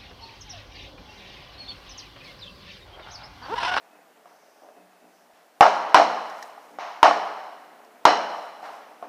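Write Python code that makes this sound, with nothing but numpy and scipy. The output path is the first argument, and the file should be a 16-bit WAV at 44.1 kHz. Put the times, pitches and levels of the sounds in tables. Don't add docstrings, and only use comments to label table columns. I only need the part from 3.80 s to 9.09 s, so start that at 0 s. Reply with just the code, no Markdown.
import sys
import numpy as np
from scipy import signal
from scipy.fft import rfft, irfft, next_fast_len
from scipy.io import wavfile
from scipy.ndimage import uniform_filter1d

SR = 44100
rng = np.random.default_rng(int(sys.argv[2]) if len(sys.argv) > 2 else 0)


def store_wav(level_fs):
    pcm = np.round(np.clip(np.atleast_2d(level_fs), -1, 1) * 32767)
    wavfile.write(sys.argv[1], SR, pcm.T.astype(np.int16))


def to_linear_factor(level_db):
    exponent = np.asarray(level_db, float) / 20
    return 10 ** exponent


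N = 233156

# (time [s], near wash [dB], far wash [dB], treble tilt [dB/octave],
# sharpness of the port resonances [ratio])
BURSTS = [
    (1.8082, -6, -18, 0, 1.3),
    (2.1449, -4.5, -19, 0.16, 1.57),
    (3.2298, -6.5, -20, 0.18, 1.48),
    (4.2531, -5.5, -19.5, -0.6, 2.42),
]
# (time [s], thud [dB], wash [dB], treble tilt [dB/octave], decay stretch [ratio])
REPORTS = [(.03, -65, -58, -0.5, 0.77), (.457, -38.5, -52, 1.4, 0.38), (.82, -65, -47, -10, 0.44),
           (.965, -50.5, -48.5, -12.5, 0.26), (1.11, -58, -60, 5.5, 0.31), (1.21, -59, -58, -15, 0.54),
           (1.535, -70, -59.5, 6.5, 0.81), (2.9864, -20.5, -33, 3.5, 0.84), (4.829, -26, -37.5, 2.3, 0.83),
           (5.226, -25, -36.5, -1, 0.18)]
# (frequency [Hz], t60 [s])
FAR_DECAY = [(200, 1.1), (800, 1.295), (3000, 1.37), (7000, 1.25), (13000, 1.2)]
# (frequency [Hz], width [Hz], level [dB])
PORT = [(2970, 250, 5), (4127, 490, 5), (5450, 860, 5), (6440, 360, 2.5), (8260, 800, 2)]
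# (frequency [Hz], width [Hz], level [dB])
YARD = [(175, 6.1, 12.5), (215, 3, 13), (246, 31, 8), (303.3, 19, 11.5), (341, 8.8, 5), (430, 38, 6.5)]


def unit(x):
    return x / np.sqrt(np.mean(x ** 2) + 1e-20)


def along(points, hz):
    f, v = np.transpose(points)
    return np.interp(np.log(hz + 1), np.log(f + 1), v)


def bumps(modes, hz):
    return sum(db / (1 + ((hz - centre) / width) ** 2 * 4) for centre, width, db in modes)


def causal(x, colour_db):
    m = next_fast_len(len(x) + 8192)
    cepstrum = irfft(np.log(to_linear_factor(colour_db(np.fft.rfftfreq(m, 1 / SR)))), m)
    cepstrum[1:m // 2] *= 2
    cepstrum[m // 2 + 1:] = 0
    return irfft(rfft(x, m) * np.exp(rfft(cepstrum)), m)[:len(x)]


def patchy(size, depth_db, decay_db):
    hz, t, z = signal.stft(rng.standard_normal(size), SR, nperseg=256)
    field = uniform_filter1d(rng.standard_normal(z.shape), size=4, axis=0)
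    field = uniform_filter1d(field, size=5, axis=1)
    gain = to_linear_factor(depth_db * unit(field) + decay_db(hz[:, None], t))
    return signal.istft(z * gain, SR, nperseg=256)[1][:size]


def add(out, s, sound):
    part = out[round(s * SR):][:len(sound)]
    part += sound[:len(part)]


def drifting_gain(rows):
    return to_linear_factor(np.interp(np.arange(N) / SR, *np.transpose(rows)))


def swells(rows, rise_db, fall_db):
    t = np.arange(N) / SR
    gain = to_linear_factor(-97)
    for s, hold, db in rows:
        climb = rise_db * np.clip(s - t, 0, None)
        fade = fall_db * np.clip(t - s - hold, 0, None)
        gain = gain + to_linear_factor(db - climb - fade)
    return gain


def ring(t, hz, t60, wander):
    phase = 2 * np.pi * hz * t + wander * np.cumsum(rng.standard_normal(len(t)))
    return -np.sin(phase) * to_linear_factor(-60 * t / t60)


def wash(t, t60s, patch_db, rise):
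    return (1 - np.exp(-t / rise)) * patchy(len(t), patch_db, lambda hz, u: -60 * u / t60s(hz))


def case_db(hz, tilt_db, sharp):
    # (frequency [Hz], density [dB per Hz])
    case_curve = [(135, -56), (170, -44.5), (300, -20), (480, -10), (700, 3.5), (1000, -1), (1500, -10),
                  (2100, -16.5), (3500, -28), (5500, -33.5), (6500, -39), (7300, -44.5), (10000, -51),
                  (15000, -60)]
    tilt = tilt_db * np.log2(np.clip(hz, 200, 16000) / 1000)
    return along(case_curve, hz) + tilt + sharp * bumps(PORT, hz) + 0.89 * bumps(YARD, hz)


def heard(x, tilt_db, sharp):
    colour = lambda hz: case_db(hz, tilt_db, sharp)
    impulse = np.arange(4096) == 0
    return causal(x, colour) / np.linalg.norm(causal(impulse, colour))


def night():
    # (frequency [Hz], density [dB per Hz])
    town_curve = [(120, -43), (170, -13.5), (300, -7), (480, -1.5), (700, 7), (1000, -2.5), (1700, -5.5),
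                  (2600, -13), (4000, -21.5), (8000, -26.5)]
    # (time [s], level [dB])
    town_level = [
        (0, -56),
        (1.8, -59),
        (2.8, -53),
        (5.29, -53),
    ]
    # (time [s], hold [s], level [dB])
    insect_swells = [
        (.5, .37, -71.5),
        (1.35, .07, -72),
        (2.6, .4, -82),
        (5.0, .3, -76),
    ]
    # (frequency [Hz], density [dB per Hz])
    hiss_curve = [(300, 1.5), (3000, 4.5), (15000, -2)]
    insect_curve = [(3800, -31), (4900, -2.0), (6300, -3.0), (7500, -42)]
    still = lambda hz, u: 0 * u
    town = causal(patchy(N, 1.6, still), lambda hz: along(town_curve, hz) + 1.0 * bumps(YARD, hz))
    insects = causal(patchy(N, 2.1, still), lambda hz: along(insect_curve, hz))
    hiss = causal(rng.standard_normal(N), lambda hz: along(hiss_curve, hz))
    chorus = swells(insect_swells, 200, 120) * unit(insects)
    return drifting_gain(town_level) * unit(town) + chorus + to_linear_factor(-67) * unit(hiss)


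def rustle():
    # (time [s], hold [s], level [dB])
    paper_swells = [
        (2.475, .02, -71),
        (2.57, 0.1, -62.5),
        (2.82, .12, -69),
        (4.54, 0.13, -66),
        (4.85, 0.11, -65),
    ]
    # (time [s], hold [s], level [dB])
    chirps = [
        (.13, .04, -71),
        (.96, 0.044, -71),
        (1.19, .06, -73),
    ]
    paper_curve = [(2000, -25), (5500, 1.5), (9500, -4.0), (15000, -8)]
    grain_db = 2.3 * rng.exponential(size=N // 64 + 1).clip(0, 3.5)
    grains = rng.standard_normal(N) * to_linear_factor(grain_db.repeat(64)[:N])
    paper = unit(causal(grains, lambda hz: along(paper_curve, hz)))
    cricket = unit(causal(rng.standard_normal(N), lambda hz: -50 + bumps([(2585, 300, 44)], hz)))
    return swells(paper_swells, 150, 200) * paper + swells(chirps, 150, 130) * cricket


def ticks():
    # (time [s], snap peak [dB], knock [dB])
    debris = [(2.498, -37.5, -19), (2.58, -45, -4), (2.6257, -29.5, 2.5), (2.6994, -50, -13),
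              (2.8194, -58, -8), (4.0482, -52, -9), (4.54, -45.5, -6), (4.58, -54, -9), (4.62, -48, -9),
              (4.8608, -56, 19)]
    snap_curve = [(1500, -33), (5500, -3.5), (9000, -22.0), (15000, -25)]
    out, t = np.zeros(N), np.arange(SR // 10) / SR
    for s, db, knock_db in debris:
        burst = to_linear_factor(-60 * t / 0.04) * rng.standard_normal(len(t))
        snap = causal(burst, lambda hz: along(snap_curve, hz))
        knock = (1 - np.exp(-t / 0.00062)) * ring(t, 1800, 0.019, 0.04)
        add(out, s, to_linear_factor(db + 5.5) * snap + to_linear_factor(db + knock_db) * knock)
    return out


def booms():
    # (time [s], level [dB], slope [dB/octave])
    pushes = [
        (0.964, -65, -24),
        (1.21, -62.5, -12),
        (1.811, -39.5, -2),
        (2.146, -35, 3.5),
        (2.901, -58.5, 2),
        (3.232, -42.5, -5.5),
        (4.255, -38, 1),
        (5.224, -55.5, 6),
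    ]
    # (frequency [Hz], level [dB], t60 [s])
    yard_modes = [(183, -4, 0.83), (198, -12, 1.04), (242.7, -0.5, 0.84), (298.4, 10.5, 0.32),
                  (330, -1.5, 0.77), (412, 3.5, 0.17), (520, 3, 0.79), (563, -3, 0.53)]
    out, t = np.zeros(N), np.arange(SR) / SR
    for s, db, slope_db in pushes:
        waves = np.zeros(len(t))
        for hz, mode_db, t60 in yard_modes:
            waves += to_linear_factor(mode_db + slope_db * np.log2(hz / 250)) * ring(t, hz, t60, 0.01)
        add(out, s, to_linear_factor(db) * (1 - np.exp(-t / 0.028)) * waves)
    return out


def reports():
    # (time [s], level [dB], pitch [Hz])
    finger = (1.535, -61, 80)
    out, bump, t = np.zeros(N), np.zeros(N), np.arange(SR) / SR

    def thud(hz):
        modes = ring(t, hz, 0.03, 0.026) + 0.6 * ring(t, 1.5 * hz, 0.02, 0.03)
        return (1 - np.exp(-t / 0.00046)) * modes

    for s, thud_db, far_db, tilt_db, stretch in REPORTS:
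        far = wash(t, lambda hz: stretch * along(FAR_DECAY, hz), 0.27, 0.01)
        crack = to_linear_factor(2 - 60 * t / 0.015) * rng.standard_normal(len(t))
        thud_hz = 720 * 2 ** (0.02 * tilt_db)
        echoes = heard(far + crack, tilt_db, 0.44)
        add(out, s, to_linear_factor(thud_db) * thud(thud_hz) + to_linear_factor(far_db) * echoes)
    finger_s, finger_db, finger_hz = finger
    add(bump, finger_s, to_linear_factor(finger_db) * thud(finger_hz))
    out = causal(out, lambda hz: along([(90, -23), (180, 1)], hz))
    return causal(out, lambda hz: along([(6500, 0), (8500, -12), (15000, -13)], hz)) + bump


def slaps():
    # (delay [s], delay shift per bearing [s], level [dB], level per bearing [dB], pitch [Hz])
    walls = [
        (.012, 0.0068, -9.5, 10, 820),
        (.0255, 0.000044, -2, -2.5, 814.5),
        (.050, .003, 1.5, 3.5, 693),
        (.074, -.005, -7.5, -1, 700),
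        (.153, .0035, -19, 7, 877),
    ]
    # (bearing [-1..1], slap level [dB])
    aims = [
        (0.98, -3),
        (0.284, -4),
        (-1.0, 0.9),
        (0.038, -14),
    ]
    # (time [s], peak [dB], pitch [Hz])
    lone_slaps = [(.885, -32.5, 563), (1.839, -6, 818), (1.853, -8.5, 930), (2.172, -5.5, 808),
                  (2.215, -4.5, 720), (2.776, -31.5, 784), (4.26, -6.5, 907), (4.28, -10.5, 753),
                  (4.328, -9.5, 707), (4.372, -18.5, 930)]
    wall_curve = [(250, -29.5), (500, -5.5), (1500, 5.0), (2500, -7), (6000, -21), (8000, -28), (12000, -60)]
    returns = []
    for burst, (bearing, slap_db) in zip(BURSTS, aims):
        for delay, lean, db, lean_db, hz in walls:
            returns.append((burst[0] + delay + lean * bearing, slap_db + db + lean_db * bearing, hz))
    facing = [(s + 0.06, thud_db - 6.5, 720) for s, thud_db, *_ in REPORTS]
    out, t = np.zeros(N), np.arange(SR // 10) / SR
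    for s, db, hz in returns + facing + lone_slaps:
        body = ring(t, hz, 0.044, 0.065) + 0.37 * ring(t, 1.55 * hz, 0.035, 0.073)
        puff = 0.23 * to_linear_factor(-60 * t / 0.026) * rng.standard_normal(len(t))
        onset = 1 - np.exp(-(t / 0.0019) ** 2)
        add(out, s, to_linear_factor(db) * onset * (body + puff))
    return causal(out, lambda hz: along(wall_curve, hz))


def front(t, hz, length, crack_db, tilt_db):
    rise = 0.00012
    modes = ring(t + rise, hz, 0.12, 0.02)
    modes += 0.4 * ring(t, 1.4 * hz, 0.08, 0.02)
    modes += 0.25 * ring(t, 0.72 * hz, 0.1, 0.02)
    swing = modes * np.tanh((t / rise) ** 2) * np.exp(-(t / length) ** 6)
    crack = to_linear_factor(-60 * t / 0.03) * rng.standard_normal(len(t))
    crack_curve = [(800, -35), (1900, 15.0), (6500, 3.5), (8000, -16), (15000, -34)]
    bright = lambda f: along(crack_curve, f) + bumps(PORT, f) + tilt_db * np.log2(f / 4000 + 0.05)
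    click = -to_linear_factor(-19 - 60 * t / 0.00044)
    return to_linear_factor(3.8) * swing + click + to_linear_factor(crack_db - 2.5) * causal(crack, bright)


def bursts():
    # (ringing [Hz], length [s], crack [dB], treble tilt [dB/octave])
    fronts = [
        (800, .0078, -19, 0.1),
        (990, .0058, -17, 1.2),
        (960, .0052, -19, 0.1),
        (930, .006, -14, 1.5),
    ]
    # (frequency [Hz], t60 [s])
    near_decay = [(200, 0.33), (800, 0.22), (3000, 0.33), (7000, 0.44), (13000, 0.13)]
    out, t = np.zeros(N), np.arange(3 * SR // 2) / SR
    for (s, near_db, far_db, tilt_db, sharp), first in zip(BURSTS, fronts):
        near = wash(t, lambda hz: along(near_decay, hz), 0.28, 0.0068)
        far = wash(t, lambda hz: along(FAR_DECAY, hz), 0.84, 0.014)
        echoes = to_linear_factor(near_db) * heard(near, tilt_db, sharp) + to_linear_factor(far_db) * heard(far, tilt_db, sharp)
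        behind = 1 - 0.8 * np.exp(-(t / first[1]) ** 4)
        add(out, s, front(t[:SR // 10], *first))
        add(out, s, behind * echoes)
    return out


def scene():
    floor = night() + rustle() + ticks()
    blasts = booms() + reports() + slaps() + bursts()
    return (floor + blasts)[None]


def top_cut(x):
    return signal.sosfilt(signal.butter(12, 16470, fs=SR, output="sos"), x)


def record(dry):
    low_hz, top_hz = 158, 15500
    x = causal(dry[0], lambda hz: along([(20, -12), (low_hz / 2, -9), (low_hz, 0)], hz))
    m = next_fast_len(N + 8192)
    x = irfft(rfft(x, m) * (np.fft.rfftfreq(m, 1 / SR) < top_hz), m)[None, :N]
    x = x / (1 + np.abs(x / 1.005) ** 8) ** (1 / 8)
    return top_cut(x)


dry = scene()
out = record(dry)
store_wav(out)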